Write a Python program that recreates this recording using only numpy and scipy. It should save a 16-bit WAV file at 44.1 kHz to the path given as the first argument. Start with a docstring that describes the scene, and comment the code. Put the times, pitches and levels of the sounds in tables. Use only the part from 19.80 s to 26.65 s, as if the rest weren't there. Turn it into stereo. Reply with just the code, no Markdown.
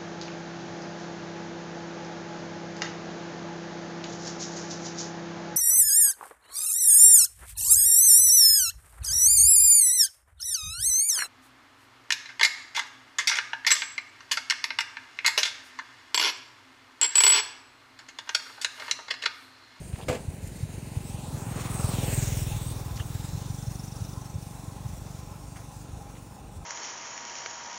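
"""The putter of an idling single-cylinder motorbike comes up a wooded hill road, over faint outdoor air.
Grit ticks, soft thumps come mostly in strong-weak pairs, and something hollow clacks once.
Each firing rings the silencer while clatter rings the casing; tyres roar and the running gear hisses.
The bike rolls close past a hand-held phone with a sizzle, a crack and a rasp, then opens the throttle
a little. There is one thin squeak, and the valves tick as it leaves."""
import sys
import numpy as np
from scipy import signal
from scipy.fft import rfft, irfft
from scipy.io import wavfile
from scipy.ndimage import map_coordinates

SR = 44100
rng = np.random.default_rng(int(sys.argv[2]) if len(sys.argv) > 2 else 0)


def generate_wav(sig):
    """Save sig (samples, or channels by samples) to the path in sys.argv[1] as 16-bit PCM at SR."""
    pcm = np.round(np.clip(np.atleast_2d(sig).T, -1, 1) * 32767).astype(np.int16)
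    wavfile.write(sys.argv[1], SR, pcm)


N = 302085
TIME = np.arange(N) / SR
FREQ = np.maximum(np.fft.rfftfreq(N, 1 / SR), 1)
PASS_S, SPEED_M_S, CLOSEST_M = 2.261, 4.43, 1.082
THROTTLE_OPENS_S, THROTTLE_CLOSES_S, THROTTLE_MOVE_S = 3.05, 6.32, 0.32

# Table levels are relative: each layer sets its own gain.
# firing rate, sagging at idle until the throttle opens: t/s, f/Hz
FIRING_RATE = [(0, 22.68), (.6, 22.47), (1.2, 22.44), (1.28, 21.77), (1.9, 21.29), (2.4, 20.81),
               (2.9, 20.24), (3.33, 20.66), (3.57, 23.73), (3.85, 23.71), (4.18, 23.92), (4.7, 23.7),
               (5.3, 23.45), (5.88, 24.8), (6.3, 23.6)]
# silencer chamber resonances: f/Hz, width/Hz, level/dB, polarity
SILENCER_MODES = [(125.5, 101.6, 2, 1), (59, 33, -1.5, 1), (80.4, 245, -7.5, -1)]
# how much of each pulse's edge reaches the phone as the pipe turns past: t/s, level/dB
PULSE_EDGE = [(1.3, 10.5), (2.15, 8.5), (2.55, -21), (3.7, 6), (4.8, 7.5), (6.85, 3.5)]
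# bearing of the bike from the turning phone, as the left microphone port's lag: t/s, lag/ms
BEARING_LAG = [(1.2, -0.43), (1.9, 0.064), (2.4, 0.48), (3.0, 0.165), (4.7, 0.18)]
# tyre roar spectrum: f/Hz, level/dB
ROAR_EQ = [(30, -16), (90, 9), (200, 0), (380, -1.5), (620, -4), (1100, -8.5), (1600, -11.5), (2200, -17),
           (2800, -17), (4500, -20.5), (7000, -101)]
# running-gear hiss spectrum at the left port: f/Hz, level/dB
HISS_LEFT_EQ = [(2000, -5.5), (4500, -6.5), (6000, -1), (7300, -2), (8500, 5.5), (9800, 0.5), (11500, -6),
                (15000, -14)]
# the same hiss at the right port: f/Hz, level/dB
HISS_RIGHT_EQ = [(2000, -2.5), (4500, -6.5), (5700, -0.5), (7600, 1), (8500, 3), (9800, -4.5),
                 (11500, -16.5), (15000, -15)]
# thin spray on top of the hiss: f/Hz, level/dB
SPRAY_EQ = [(8000, -31), (10500, -9.5), (12500, -5), (14500, -2), (16000, 1)]
# outdoor air spectrum: f/Hz, level/dB
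AIR_EQ = [(20, -41), (32, -24), (41, -7), (55, 9.5), (100, -12.5), (170, 0), (235, -9), (300, -18.5),
          (450, -33), (600, -14.5), (1000, -21.5), (1400, -77), (8000, -62)]
# low buffets of air on the phone: t/s, level/dB, half length/s
AIR_BUFFETS = [(0.02, -40.5, 0.045), (2.126, -45, 0.21), (3.166, -38, 0.067), (5.143, -41, 0.11),
               (6.147, -40, 0.069), (6.814, -40, 0.076)]
# engine casing and silencer shell resonances: f/Hz, width before broadening/Hz, level/dB
CASING_MODES = [(282.7, 20, 5), (822, 55, 6.5), (1041, 57, 3.5), (1263, 134, -4), (2590, 310, -9),
                (3440, 160, -11), (5720, 140, -17), (6940, 270, -14)]
# fader ride on the casing's buzz: t/s, level/dB
CASING_LEVEL = [(.7, -60.5), (1.3, -51), (2.0, -48), (3.0, -51), (6.85, -52.5)]
# grit ticking on the road: t/s, level/dB, f/Hz, width/Hz, decay/s, rise/s
GRIT_TICKS = [(0.128, -50, 1800, 2410, 0.05, .003), (.186, -37.5, 556, 595, 0.029, 0.003),
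              (0.21, -41, 2980, 1200, 0.016, .005), (0.668, -44, 8400, 6300, 0.0086, .004),
              (3.159, -38, 5300, 3000, 0.014, .002), (3.174, -39, 2380, 1600, 0.0054, .001),
              (3.196, -32, 1430, 1100, 0.0038, 0.00022), (5.757, -42.5, 1750, 1500, 0.02, 0.0057),
              (6.35, -48, 2250, 1600, .014, 0.0053)]
# soft thumps, mostly a strong one then a weaker one: t/s, level/dB
THUMP_HITS = [(0.141, -31), (0.3, -33), (0.487, -30.5), (0.645, -37), (0.836, -30), (0.985, -37),
              (1.175, -30), (1.349, -39.5), (1.548, -32), (1.691, -35.5), (2.05, -27.5), (2.389, -31),
              (2.751, -32), (2.894, -40), (3.209, -29), (3.359, -36), (3.552, -31.5), (3.707, -37),
              (3.885, -32), (4.223, -32.5), (4.38, -42), (4.56, -32.5), (4.884, -39.5), (5.063, -33.5)]
# the clack and its rebounds: t/s, crack level/dB, decay/s, push on the modes/dB
CLACK_BLOWS = [(0.282, -20.5, 0.018, -8), (0.295, -36, 0.007, -2.5), (0.309, -30, 0.01, -11),
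               (0.326, -28, 0.014, -13), (0.345, -33, 0.028, -20)]
# spectrum of each blow's crack: f/Hz, level/dB
CLACK_EQ = [(88, -12), (150, -6), (371, -1.5), (495, -4.5), (714, -7), (818, -7), (1030, -10.5),
            (1670, -11), (1770, -17), (2020, -12.5), (2900, -16.5), (4000, -20.5), (5510, -24.5),
            (7350, -18.5), (11200, -33.5), (15000, -35)]
# hollow ring of the clack: f/Hz, level/dB, decay/s
CLACK_MODES = [(255, -32, .028), (345, -32, .014), (425, -32, .013), (501, -20, .021), (575, -27, .014),
               (659, -27, .022), (810, -32, .016), (1670, -42, .018), (2065, -40, .018), (2595, -43, .014),
               (2900, -39, .008)]
# one thin squeak: t/s, level/dB, f/Hz, width/Hz, half length/s
SQUEAK = [(3.208, -43, 2980, 480, 0.018)]


def undb(db):
    """Decibels to gain."""
    return 10 ** (np.asarray(db) / 20)


def unit(x):
    """Scale to rms 1."""
    return x / np.sqrt(np.mean(x ** 2))


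def curve(table):
    """An automation line through (t/s, value) points."""
    return np.interp(TIME, *np.transpose(table))


def colour(x, spectrum):
    """EQ a sound through (f/Hz, level/dB) points."""
    hz, db = np.transpose(spectrum)
    return irfft(rfft(x) * undb(np.interp(np.log(FREQ), np.log(hz), db)), N)


def ring(x, hz, width_hz):
    """One resonance, gain 1 at its centre."""
    return signal.lfilter(*signal.iirpeak(hz, hz / width_hz, SR), x)


def band(x, hz, width_hz):
    """The same resonance twice over, for steeper skirts."""
    return ring(ring(x, hz, width_hz), hz, width_hz)


def gliding_noise(centre_hz, width_hz):
    """A stereo band of noise that follows a moving pitch."""
    lowpass = signal.butter(2, width_hz / 2, fs=SR, output="sos")
    noise = signal.sosfilt(lowpass, rng.standard_normal((2, N)))
    return noise * np.cos(2 * np.pi * np.cumsum(centre_hz) / SR)


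def drift(per_s):
    """Random wander with a spread near 1; it holds still after 400 points."""
    points = rng.standard_normal(400)
    return np.sqrt(3 / 2) * np.interp(TIME * per_s, np.arange(len(points)), points)


def burst(start_s, decay_s, rise_s=0.0032, time=TIME):
    """Envelope of a quick attack and an exponential decay."""
    age = np.maximum(time - start_s, 0)
    return (1 - np.exp(-age / rise_s)) * np.exp(-age / decay_s)


def swell(at_s, half_length_s):
    """A smooth rise and fall around one moment."""
    return np.exp(-((TIME - at_s) / half_length_s) ** 2)


def throb(cycles, depth, late):
    """Tremolo locked to the engine, peaking `late` cycles after each firing."""
    return 1 + depth * np.cos(2 * np.pi * (cycles - late))


def flicker(x, depth_db=3.0, per_s=11, patch_hz=330):
    """Patches of the spectrum swell and fade on their own, so the colour never sits still."""
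    hz, s, bins = signal.stft(x, SR, nperseg=1024)
    place = np.meshgrid(hz / patch_hz, s * per_s, indexing="ij")
    db = depth_db * map_coordinates(rng.standard_normal((100, 100)), place, order=1, mode="wrap")
    return signal.istft(bins * undb(db), SR)[1][:, :N]


def pan(db):
    """Stereo gains for a left-minus-right level difference."""
    return undb(np.array([[1], [-1]]) * db / 2)


def ports(x, lag_ms):
    """A sound reaches the two microphone ports at slightly different times."""
    shift_s = lag_ms / 1000 / 2
    return np.array([np.interp(TIME - shift_s, TIME, x), np.interp(TIME + shift_s, TIME, x)])


def shadow(db_per_ms=11, offset_db=-1):
    """Left minus right dB in the treble: the phone shades the port that the sound reaches last."""
    return offset_db - db_per_ms * curve(BEARING_LAG)


def diffuse(null_hz=1050):
    """Noise from all round: alike at both ports in the bass, unrelated in the treble."""
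    alike = np.sinc(FREQ / null_hz)
    mid, side = rfft(rng.standard_normal((2, N)))
    mid, side = mid * np.sqrt(1 + alike), side * np.sqrt(1 - alike)
    return unit(irfft(np.array([mid + side, mid - side]), N))


def placed_noise(scatter_db, lag_ms=curve(BEARING_LAG)):
    """Noise from one bearing, the bike's by default, plus its scatter from ground and trees."""
    return unit(ports(rng.standard_normal(N), lag_ms) + undb(scatter_db) * diffuse())


def throttle():
    """0 at idle, 1 while the throttle is held open."""
    opened = np.clip((TIME - THROTTLE_OPENS_S) / THROTTLE_MOVE_S, 0, 1)
    closed = np.clip((TIME - THROTTLE_CLOSES_S) / THROTTLE_MOVE_S, 0, 1)
    return opened - closed


def passing(gain_db, behind_m, falloff, throttle_db=0, rear_db=0):
    """Pass-by gain of a part set behind the bike's middle, from distance, throttle and rearward bias."""
    along = SPEED_M_S * (TIME - PASS_S) - behind_m
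    distance = np.hypot(along, CLOSEST_M)
    db = gain_db + throttle_db * throttle() + rear_db * along / distance
    return undb(db) * (CLOSEST_M / distance) ** falloff


def exhaust(cycles, uneven_db=0.37, soft_hz=160, drive_db=33, edge_hz=190, punch_share=0.55):
    """One pressure pulse a firing, rounded by the pipe, rings the silencer; once the tailpipe points back at
    the phone the pulses come through tighter, fading in along the throttle's ramp."""
    at = np.flatnonzero(np.diff(np.floor(cycles)))
    firings = np.zeros(N)
    firings[at] = undb(uneven_db * rng.standard_normal(len(at)))
    pulses = undb(drive_db) * signal.lfilter(*signal.butter(2, soft_hz, fs=SR), firings)
    chambers = sum(sign * undb(db) * band(pulses, hz, width) for hz, width, db, sign in SILENCER_MODES)
    share = punch_share * throttle()
    beat = (1 - share) * chambers + share * punch(firings)
    # the bass spreads all round, the edge of each pulse depends on the bearing
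    edge = signal.sosfiltfilt(signal.butter(3, edge_hz, "high", fs=SR, output="sos"), beat)
    beat += edge * (undb(curve(PULSE_EDGE)) - 1)
    ride = passing(-0.27, behind_m=0.76, falloff=0.97, throttle_db=3.0, rear_db=0.9)
    return (beat - tailpipe(pulses)) * ride


def tailpipe(pulses, idle_hz=258, hot_hz=286.5, width_hz=14, hot_db=3.0, gain_db=-10.5):
    """The pulses ring the tailpipe, higher on the throttle as the gas runs hotter."""
    idle = (1 - throttle()) * ring(pulses, idle_hz, width_hz)
    hot = throttle() * ring(pulses, hot_hz, width_hz) * undb(hot_db)
    return (idle + hot) * undb(gain_db)


def tyres(tilt_db_per_octave=2.0, pivot_hz=800, flutter_db=1.0):
    """Tyres roar on concrete, brighter close by; the trees scatter the roar back, so it fades slowly."""
    roar = unit(colour(placed_noise(scatter_db=-2.5), ROAR_EQ))
    bright = irfft(rfft(roar) * undb(tilt_db_per_octave * np.log2(FREQ / pivot_hz)), N)
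    near = bright * passing(-36, behind_m=0.086, falloff=1.49)
    scattered = unit(colour(placed_noise(scatter_db=-5.0), ROAR_EQ))
    scattered *= passing(-41.5, behind_m=-0.13, falloff=0.3, rear_db=-1.0)
    return (near + scattered) * undb(flutter_db * drift(per_s=30)) * pan(-0.12)


def running_gear(cycles, grain_db=0.5, grain_samples=64, flutter_db=1.1):
    """Chain and wheels give a fine-grained hiss, with a thin spray on top that carries less far."""
    grains = undb(grain_db * rng.standard_normal(N // grain_samples + 1))
    grain = np.repeat(grains, grain_samples)[:N]
    flutter = undb(flutter_db * drift(per_s=35)) * throb(cycles, depth=0.098, late=0.15)
    left, right = placed_noise(scatter_db=-0.5) * grain
    hiss = np.array([unit(colour(left, HISS_LEFT_EQ)), unit(colour(right, HISS_RIGHT_EQ))])
    hiss *= pan(shadow()) * passing(-38, behind_m=0.018, falloff=0.77, throttle_db=3.0)
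    spray = unit(colour(diffuse() * grain, SPRAY_EQ)) * pan(shadow() - 9)
    spray *= passing(-42, behind_m=0.14, falloff=1.0, throttle_db=3.0, rear_db=0.5)
    return (hiss + spray) * flutter


def outdoors():
    """A wavering bed of low air rumble, with separate buffets and eddies at each port."""
    air = unit(colour(diffuse(), AIR_EQ)) * undb(-50 + drift(per_s=2.1))
    gusts = sum(undb(db) * swell(s, length) for s, db, length in AIR_BUFFETS)
    buffets = unit(band(rng.standard_normal((2, N)), hz=65, width_hz=55)) * gusts
    eddies = unit(band(rng.standard_normal((2, N)), hz=33, width_hz=69))
    eddies *= undb(-56 + 0.44 * drift(per_s=5.4))
    return air + (buffets + eddies) * pan(-11)


def casing(cycles, broaden=2.14):
    """Mechanical clatter, strongest after each firing, rings the engine's metal."""
    clatter = placed_noise(scatter_db=1.5) * throb(cycles, depth=0.059, late=0.2)
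    metal = sum(undb(db) * band(clatter, hz, broaden * width) for hz, width, db in CASING_MODES)
    return unit(metal) * undb(curve(CASING_LEVEL)) * pan(-2.8)


def grit(rattle_db=5.5, rattle_per_s=260):
    """Small stones tick and rattle on the road."""
    out = np.zeros((2, N))
    for s, db, hz, width, decay, rise in GRIT_TICKS:
        span = (TIME >= s) & (TIME < s + .3)
        noise = unit(band(rng.standard_normal((2, SR // 3)), hz, width))[:, :span.sum()]
        rattle = undb(rattle_db * drift(rattle_per_s)[:span.sum()])
        out[:, span] += noise * rattle * undb(db) * burst(s, decay, rise, TIME[span])
    return out * pan(-2)


def thumps(hz=106, detune=0.055, half_length_s=0.0064, gain_db=10.5):
    """Soft pushes with no crack: each a low swing that dies within a cycle or two."""
    out = np.zeros(N)
    for s, db in THUMP_HITS:
        pitch = hz * (1 + detune * rng.standard_normal())
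        swing = np.cos(2 * np.pi * pitch * (TIME - s))
        out += undb(db + gain_db) * swing * swell(s, half_length_s)
    return out


def clack(ring_db=-0.7, tail_db=-32, snap_db=-28):
    """A hollow knock snaps and rebounds; each blow cracks and rings the same modes, over a dull tail."""
    start = CLACK_BLOWS[0][0]
    tail = unit(band(diffuse(), hz=470, width_hz=620)) * undb(tail_db) * burst(start, decay_s=0.063)
    blows = sum(undb(db) * burst(s, decay) for s, db, decay, _ in CLACK_BLOWS)
    crack = unit(colour(placed_noise(scatter_db=1.5, lag_ms=-0.394), CLACK_EQ)) * blows
    body = np.zeros(N)
    span = np.abs(TIME - start) < .3
    for hz, db, decay in CLACK_MODES:
        swing = sum(undb(push_db) * burst(s, decay, time=TIME[span]) for s, _, _, push_db in CLACK_BLOWS)
        body[span] += undb(db + ring_db) * swing * np.sin(2 * np.pi * (hz * TIME[span] + rng.random()))
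    snap = ring(ring(diffuse(), hz=2800, width_hz=4300), hz=2800, width_hz=4500)
    snap *= undb(snap_db) * burst(start, decay_s=0.0078)
    return (crack + tail + ports(body, lag_ms=-0.41)) * pan(-3.3) + snap * pan(-8)


def tyre_horn(at_s=1.99, lead_s=0.12, grain_db=3.5):
    """The wedge between tyre and road throws a gritty midrange roar ahead of the bike, top band first."""
    noise = placed_noise(scatter_db=-11) * undb(grain_db * drift(per_s=55))
    lower = unit(band(noise, hz=1150, width_hz=480)) * undb(-44) * swell(at_s, 0.3)
    upper = unit(band(noise, hz=1950, width_hz=900)) * undb(-50) * swell(at_s - lead_s, 0.17)
    return lower + upper


def bark(cycles, crack_width_s=0.00072, decay_cycles=0.8):
    """Close by, each firing opens with a sharp crack, and a rasp of gas fades towards the next."""
    from_firing_s = ((cycles + .5) % 1 - .5) / curve(FIRING_RATE)
    widths = from_firing_s / crack_width_s - 3.5
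    crack = (widths ** 2 - 1) * np.exp(-widths ** 2 / 2) * passing(-24, behind_m=-0.3, falloff=5.1)
    gas = placed_noise(scatter_db=-3) * np.exp(-(cycles % 1) / decay_cycles)
    low = unit(band(gas, hz=480, width_hz=650)) * undb(-41)
    high = unit(band(gas, hz=2500, width_hz=1400)) * undb(-46)
    return crack + (low + high) * passing(0, behind_m=0.05, falloff=2.27)


def sizzle(cycles, hz=7200, glide_hz=1500, width_hz=1600):
    """A bright band of hiss sinks in pitch as the bike goes by, and flares as each wheel draws level."""
    along = SPEED_M_S * (TIME - PASS_S) - 0.7
    centre_hz = hz - glide_hz * along / np.hypot(along, 0.95)
    hiss = unit(gliding_noise(centre_hz, width_hz)) * throb(cycles, depth=0.28, late=0.25)
    front = passing(-41, behind_m=-1.13, falloff=10.0)
    rear = passing(-40, behind_m=0.62, falloff=6.1)
    return hiss * (front + rear) * pan(shadow(db_per_ms=41, offset_db=7.5))


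def chain_rasp(cycles):
    """A narrow rasp from the chain throbs with the engine and comes up on the throttle."""
    rasp = unit(band(diffuse(), hz=3750, width_hz=900)) * throb(cycles, depth=0.18, late=0.15)
    return rasp * passing(-53.5, behind_m=2.36, falloff=0.89, throttle_db=9.5, rear_db=-4.5) * pan(-8)


def punch(firings, width_s=0.0023, delay_s=0.00542, gain_db=-14):
    """A pulse punches straight through the silencer: one sharp pressure dip, with no ring after it."""
    widths = (np.arange(-SR // 50, SR // 50) / SR - delay_s) / width_s
    dip = (widths ** 2 - 1) * np.exp(-widths ** 2 / 2)
    return signal.fftconvolve(firings, dip, mode="same") * undb(gain_db)


def squeak():
    """A brief whistle of narrow noise swells and fades around one pitch."""
    out = np.zeros((2, N))
    for s, db, hz, width, length in SQUEAK:
        span = np.abs(TIME - s) < .1
        noise = unit(band(rng.standard_normal((2, SR // 2)), hz, width))[:, -span.sum():]
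        out[:, span] += noise * undb(db) * swell(s, length)[span]
    return out * pan(-3)


def valves(cycles, hz=5680, spread_hz=170, width_hz=650, late_cycles=0.14, half_length_cycles=0.23):
    """A valve chirps once an engine cycle, each time at its own pitch, emerging as the bike pulls away."""
    nearest_firing = np.floor(cycles + .5).astype(int)
    pitch = hz + spread_hz * rng.standard_normal(400)[2 * nearest_firing]
    tick = np.exp(-((cycles - nearest_firing - late_cycles) / half_length_cycles) ** 2)
    chirps = unit(gliding_noise(pitch, width_hz) * tick)
    return chirps * undb(-52.5) * swell(at_s=4.07, half_length_s=0.54) * pan(-4)


def scene():
    """Mix the bike, the knocks and the open air; one count of engine cycles keeps the bike in step."""
    cycles = np.cumsum(curve(FIRING_RATE)) / SR - .095
    engine = exhaust(cycles) + bark(cycles) + flicker(casing(cycles)) + valves(cycles)
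    wheels = tyres() + tyre_horn() + flicker(running_gear(cycles) + chain_rasp(cycles) + sizzle(cycles))
    return engine + wheels + thumps() + clack() + grit() + squeak() + outdoors()


def record(dry, low_cut_hz=27, high_cut_hz=15700):
    """The phone cuts the deepest bass and the very top."""
    dry = signal.sosfiltfilt(signal.butter(4, low_cut_hz, "high", fs=SR, output="sos"), dry)
    return signal.sosfilt(signal.ellip(10, .2, 80, high_cut_hz, fs=SR, output="sos"), dry)


dry = scene()
out = record(dry)
generate_wav(out)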